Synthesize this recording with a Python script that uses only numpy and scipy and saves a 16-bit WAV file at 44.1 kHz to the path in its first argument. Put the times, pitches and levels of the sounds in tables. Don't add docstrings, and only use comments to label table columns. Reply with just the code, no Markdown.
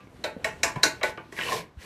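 import sys
import numpy as np
from scipy import signal
from scipy.io import wavfile

SR = 44100
rng = np.random.default_rng(int(sys.argv[2]) if len(sys.argv) > 2 else 0)


def master_out(mix):
    frames = np.transpose(np.atleast_2d(mix))
    ceiling = np.clip(frames, -1, 1)
    pcm = np.round(ceiling * 32767).astype(np.int16)
    wavfile.write(sys.argv[1], SR, pcm)


def gain_from_db(level_db):
    decades = np.asarray(level_db, float) / 20
    return 10 ** decades


N = 81585
T = np.arange(N) / SR
EDGES_HZ = 24 * 2 ** np.arange(0, 9.6, 0.5)


def rms_one(x):
    return x / np.sqrt(np.mean(x ** 2) + 1e-20)


def at_hz(points, hz):
    f, value = np.array(points).T[:2]
    return np.interp(np.log(hz), np.log(f), value)


def drift(rate_hz):
    r = np.exp(-40 * np.pi * rate_hz / SR)
    settle = 3000
    slow = signal.lfilter([1], [1, -2 * r, r * r], rng.standard_normal(N // 20 + settle + 2))[settle:]
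    return np.interp(np.arange(N) / 20, np.arange(len(slow)), rms_one(slow))


def ring(x, hz, t60_s):
    r = gain_from_db(-60 / (t60_s * SR))
    w = 2 * np.pi * hz / SR
    return signal.lfilter([0, np.sin(w)], [1, -2 * r * np.cos(w), r * r], x + 1e-18)


def band_pass(order, low_hz, high_hz, x):
    return signal.sosfilt(signal.butter(order, [low_hz, high_hz], "band", fs=SR, output="sos"), x)


def high_pass(order, hz, x):
    return signal.sosfilt(signal.butter(order, hz, "high", fs=SR, output="sos"), x)


def bands(gain, size):
    white = rng.standard_normal((2, size))
    total = 0
    for k, (low_hz, high_hz) in enumerate(zip(EDGES_HZ, EDGES_HZ[1:])):
        total = total + gain(np.sqrt(low_hz * high_hz)) * band_pass(2, low_hz, high_hz, white[k % 2])
    return total


def knock(events):
    push_cycles = 0.15
    out = np.zeros(N)
    for s, db, hz, cycles in events:
        push = np.sin(np.pi * np.clip((T - s) * hz / push_cycles, 0, 1)) ** 2
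        out += gain_from_db(db) * ring(push / push.sum(), hz, cycles / hz)
    return out


def site():
    # f/Hz, level/dB
    spectrum = [(25, -6.5), (55, -0.5), (150, 2.5), (350, -6), (1200, -14.5), (2400, -19.5), (4000, -26),
                (14500, -40)]
    # t/s, level/dB
    bustle = [
        (0, 1),
        (.3, 1.5),
        (.9, 3.5),
        (1.3, 1),
        (1.6, -6.5),
        (1.75, -5),
        (1.85, -3.5),
    ]
    site_db, clink_db, clink_hz, clink_t60_s = -50.5, -51, 1180, 0.27
    together = drift(2.0)
    rumble = bands(lambda hz: gain_from_db(at_hz(spectrum, hz) + 2.3 * together + 1.74 * drift(3.5)), size=N)
    swell = gain_from_db(site_db + np.interp(T, *np.transpose(bustle)))
    clink = gain_from_db(clink_db - 60 * T / clink_t60_s) * np.sin(2 * np.pi * clink_hz * T)
    return swell * rms_one(rumble) + clink


def drag():
    # t/s, level/dB, blade lying flat/0-1, grit/dB
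    fading = [
        (0, -55, 0.24, -25),
        (.07, -64, 0.57, -13.5),
        (.13, -85, .3, -21),
    ]
    graze = [
        (.823, -74.5, .1, 8),
        (.828, -55, .1, 8),
        (.832, -41, .1, 12),
        (.835, -69, .1, 8),
    ]
    slip = [
        (1.03, -62, 0.16, 4.6),
        (1.044, -46, .2, 3.8),
        (1.1, -48.5, 0.23, 3.6),
        (1.13, -77, .2, 6),
    ]
    shuffle = [
        (.58, -92.5, 0.326, 7),
        (0.609, -50, 0.42, -26),
        (.63, -76.5, .3, -26),
    ]
    settle = [
        (1.316, -66, 0.078, 0.0052),
        (1.324, -54.5, .1, 0.015),
        (1.345, -54, 0.089, 0.033),
        (1.369, -51.5, 0.071, 0.0056),
    ]
    along = [
        (1.355, -67, 0.2, -3),
        (1.372, -35, 0.02, -11),
        (1.391, -30.5, 0.04, -13),
        (1.45, -37, 0, -3),
        (1.501, -29.5, 0.92, -8),
        (1.528, -31.5, 1, -3.5),
        (1.571, -39, 0.96, 2.5),
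        (1.61, -41.5, 0.76, -5),
        (1.67, -82, 0.2, -14.5),
    ]
    redrag = [
        (1.77, -72, .1, -3.5),
        (1.81, -49, 0.07, -5),
        (1.85, -55, 0.033, 7.5),
    ]
    # t/s, level over a fine grain/dB
    catches = [(1.389, 20.5), (1.413, 23), (1.42, 22), (1.469, 17), (1.522, 22.5), (1.525, 17),
               (1.53, 22.5), (1.545, 14)]
    # f/Hz, width/Hz, level/dB
    tilted = [(375, 680, -3.5), (1650, 100, -2.5), (1860, 230, 0), (2750, 1040, 0.5), (4370, 1000, -14)]
    lying = [(434, 57, -5.5), (652, 150, -1.5), (1030, 72, 0), (1825, 95, -6), (2226, 230, -6),
             (2590, 130, -21), (3960, 1200, -8)]
    # f/Hz, density/dB per Hz
    grit = [(150, -13.5), (400, -5), (1500, -12), (3500, -8.5), (7000, -15), (14500, -23)]
    grains_per_s, grain_spread_db, stick_db = 3500, 5, 2
    patch_db = 3

    sizes = gain_from_db(grain_spread_db * np.minimum(rng.exponential(1, N), 3)) * rng.choice([-1, 1], N)
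    grains = sizes * (rng.random(N) < grains_per_s / SR) * gain_from_db(stick_db * drift(40))
    for s, db in catches:
        grains[int(s * SR)] = gain_from_db(db)
    clicks = np.diff(grains, prepend=0)
    voices = []
    for table in (tilted, lying):
        voice = np.zeros(N)
        for k, (hz, width_hz, db) in enumerate(table):
            mode = rms_one(ring(clicks, hz, 2.5 / width_hz))
            voice += gain_from_db(db + patch_db * drift(14.0)) * mode * (-1) ** k
        voices.append(rms_one(voice))
    hiss = rms_one(bands(lambda hz: gain_from_db(at_hz(grit, hz) + 0.88 * drift(30)), size=N))

    out = np.zeros(N)
    for rows in (fading, along, settle, redrag, shuffle, slip, graze):
        s, db, flat, grit_db = np.transpose(rows)
        share = np.clip(np.interp(T, s, flat), 0, 1)
        mix = np.sqrt(1 - share) * voices[0] + np.sqrt(share) * voices[1]
        mix = mix + gain_from_db(np.interp(T, s, grit_db)) * hiss
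        out += gain_from_db(np.interp(T, s, db, left=-120, right=-120)) * mix
    return out


def thuds():
    # t/s, level/dB, f/Hz, ring/cycles
    dull = [(.246, -37, 410, 22), (.446, -35, 300, 12), (.468, -37, 260, 12), (.654, -33, 230, 9),
            (.657, -31, 325, 12), (.669, -32, 270, 7), (.838, -33, 430, 20), (.86, -37, 310, 20),
            (1.036, -33, 380, 24), (1.06, -37, 260, 14), (1.088, -39, 85, 7), (1.178, -35, 355, 18),
            (1.19, -36, 355, 14), (1.326, -34, 380, 15), (1.6, -40, 149, 10), (0.041, -39, 166, 4.4),
            (0.071, -36, 296, 4.1)]
    return knock(dull)


def accents():
    accent_s = [.072, .242, .249, .445, .452, .634, .635, .636, .637, .641, .761, .835, .835, .836, .836,
                .836, .838, .842, 1.0125, 1.014, 1.034, 1.036, 1.039, 1.1752, 1.1752, 1.177, 1.177, 1.179,
                1.18, 1.325, 1.366]
    # level/dB, f/Hz, ring/cycles
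    modes = [(-47, 2200, 40), (-30.5, 3700, 270), (-30, 575, 54), (-17.5, 1870, 62), (-23.5, 650, 42),
             (-20, 1840, 60), (-22.5, 2490, 80), (-31.5, 5900, 480), (-22.5, 1020, 60), (-24.5, 660, 50),
             (-25, 1000, 63), (-21.5, 1600, 70), (-24.5, 5780, 200), (-22.5, 5900, 520), (-20.5, 1080, 40),
             (-22, 5900, 300), (-20.5, 1490, 130), (-20, 640, 40), (-27, 2300, 11), (-32.5, 1160, 40),
             (-23.5, 2000, 190), (-27.5, 1495, 220), (-19.5, 600, 30), (-31.5, 2400, 16), (-43.5, 4600, 22),
             (-38, 700, 50), (-35, 1540, 50), (-32.5, 1185, 85), (-37, 1460, 90), (-33.5, 1920, 65),
             (-31, 2260, 34)]
    return knock([(s, *row) for s, row in zip(accent_s, modes)])


def taps():
    # t/s, brick body/dB, brick cells/dB, blade ring/dB, blade edge/dB
    contacts = [
        (0.241, -18, -27, -27, -34),
        (0.445, -16.5, -25, -29, -28.5),
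        (0.633, -12.5, -20, -18.5, -16),
        (0.759, -24, -37, -48, -49.5),
        (0.834, -10.5, -18.5, -9, -13.5),
        (1.0134, -21, -33.5, -62, -94),
        (1.032, -14.5, -22, -23.5, -29.5),
        (1.1765, -29.5, -40, -59, -74),
        (1.324, -35, -47, -72, -47),
    ]
    # f/Hz, level/dB, t60/s
    brick_body = [(431.4, -25, 0.14), (622.4, -18, 0.083), (681, -20, 0.13), (868, -22.5, 0.28),
                  (996, -22, 0.061), (1103, -16, 0.088)]
    brick_cells = [(1494, -13, 0.18), (1736, 2.5, 0.017), (1870, -8.5, 0.052), (2113, 0.5, 0.024),
                   (2214, -12, 0.12), (2250, -0.5, 0.042), (2467, -16, 0.076), (2477, -18, 0.24),
                   (3190, -5.5, 0.031)]
    blade = [(3874, -40.5, 0.026), (3980, 8, 0.012), (3930, -22.5, 0.056), (4360, -21, 0.04)]
    blade_edge = [(5340, -6, 0.041), (5165, -22.5, 0.15), (5980, -6.5, 0.039), (6810, -13.5, 0.037),
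                  (7930, -30.5, .03)]
    # low/Hz, high/Hz, level/dB
    rattle = [(360, 1100, -6.5), (1280, 2830, 3), (3610, 4590, -5), (4380, 8170, 1)]
    contact_s, rattle_s, lead_s, body_lag_s = 0.0013, 0.0046, 0.0018, 0.003853
    strike_spread_db = 2
    air_hz, air_top_hz, air_db = 7630, 12900, -3

    t = np.arange(int(0.04 * SR)) / SR
    feed = t * np.exp(-t / contact_s)
    shake = (t / rattle_s) ** 0.54 * np.exp(-t / rattle_s)
    places, rings = np.zeros((3, N)), np.zeros(N)
    for family, modes in enumerate([brick_body, brick_cells, blade, blade_edge]):
        low_hz, high_hz, rattle_db = rattle[family]
        lag_s = body_lag_s * (family == 0)
        starts = [int((row[0] - lead_s + lag_s) * SR) for row in contacts]
        noise = rng.standard_normal((len(contacts), len(t)))
        grit = rms_one(band_pass(3, low_hz, high_hz, noise)) * shake
        spread_db = rng.normal(0, strike_spread_db, (len(contacts), len(modes)))
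        phase = rng.uniform(0, 2 * np.pi, (len(contacts), len(modes)))
        for k, row in enumerate(contacts):
            places[k % 3, starts[k]:][:len(t)] += gain_from_db(row[1 + family] + rattle_db) * grit[k]
        for m, (hz, db, t60_s) in enumerate(modes):
            force = np.zeros(N)
            for k, row in enumerate(contacts):
                push = 2 * feed / feed.sum() * np.cos(2 * np.pi * hz * t + phase[k, m])
                force[starts[k]:][:len(t)] += gain_from_db(row[1 + family] + db + spread_db[k, m]) * push
            rings += ring(force, hz, t60_s)

    air = band_pass(2, air_hz, air_top_hz, rng.standard_normal((len(contacts), len(t)))) * shake
    for k, (_, _, cells_db, _, edge_db) in enumerate(contacts):
        places[k % 3, starts[k]:][:len(t)] += gain_from_db(0.27 * cells_db + 0.7 * edge_db + air_db) * air[k]
    return places, rings


def more_thuds():
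    # t/s, level/dB, f/Hz, ring/cycles
    further = [(.3648, -27, 240, 10.0), (.3652, -31, 500, 16.0), (.375, -34, 172, 7.0), (.398, -38, 500, 8.0),
               (.7612, -25, 140, 7.0), (.7688, -23, 155, 6.5), (.7715, -31, 330, 10.0), (.785, -36, 330, 8.0),
               (1.771, -29, 72, 5.5)]
    return knock(further)


def snags():
    # t/s, level/dB, f/Hz, ring/cycles
    coarse = [(1.378, -30, 1920, 40), (1.388, -23, 2000, 40), (1.395, -25.5, 1546, 52),
              (1.407, -40, 2750, 42), (1.412, -23.5, 2930, 30), (1.416, -36, 1880, 50),
              (1.43, -30, 1840, 40), (1.435, -21, 2930, 42), (1.456, -28, 2960, 47), (1.467, -27, 2750, 85),
              (1.485, -22.5, 2800, 55), (1.488, -24, 1082, 50), (1.511, -30.5, 1800, 50),
              (1.5202, -19.5, 1078, 57), (1.521, -23, 1800, 47), (1.529, -27, 1830, 33),
              (1.538, -28.5, 445, 40), (1.552, -32.5, 1024, 27)]
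    return knock(coarse)


def room(x):
    # f/Hz, t60/s
    decay = [(200, 0.38), (530, 0.27), (1390, 0.29), (3680, 0.22), (9700, 0.2)]
    # f/Hz, level/dB
    colour = [(100, 13.5), (500, -1), (2000, -1), (5000, -5), (12000, -3.5)]
    room_db, onset_s = -24.5, 0.0033
    t = T[:SR // 2]
    tail = bands(lambda hz: gain_from_db(at_hz(colour, hz) - 60 * t / at_hz(decay, hz)), size=len(t))
    build = 1 - np.exp(-(t / onset_s) ** 2)
    return gain_from_db(room_db) * signal.fftconvolve(x, tail * build)[:N]


def floor_echo(x):
    dip_hz, width_hz, share = 1253, 111, 0.65
    return x - share * signal.lfilter(*signal.iirpeak(dip_hz, dip_hz / width_hz, fs=SR), x)


def scene():
    ring_send_db, thud_send_db, drag_send_db = -8.5, -8.5, -8.5
    knock_send_hz = 330
    behind = site()
    scrape = drag()
    knocks = thuds() + accents() + more_thuds() + snags()
    places, rings = taps()
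    sent = gain_from_db(ring_send_db) * rings + gain_from_db(drag_send_db) * scrape
    sent = sent + gain_from_db(thud_send_db) * high_pass(4, knock_send_hz, knocks)
    wet = room(sent) + sum(room(place) for place in places)
    close = places.sum(axis=0) + rings + knocks + scrape + wet
    return (floor_echo(close) + behind)[None]


def roll_off(x):
    return signal.sosfilt(signal.butter(12, 14750, fs=SR, output="sos"), x)


def record(dry):
    cutoff_hz, bass_cut_hz = 13880, 40
    cut = signal.sosfilt(signal.ellip(10, 0.5, 60, cutoff_hz, fs=SR, output="sos"), dry)
    cut = high_pass(3, bass_cut_hz, cut)
    return roll_off(cut)


dry = scene()
out = record(dry)
master_out(out)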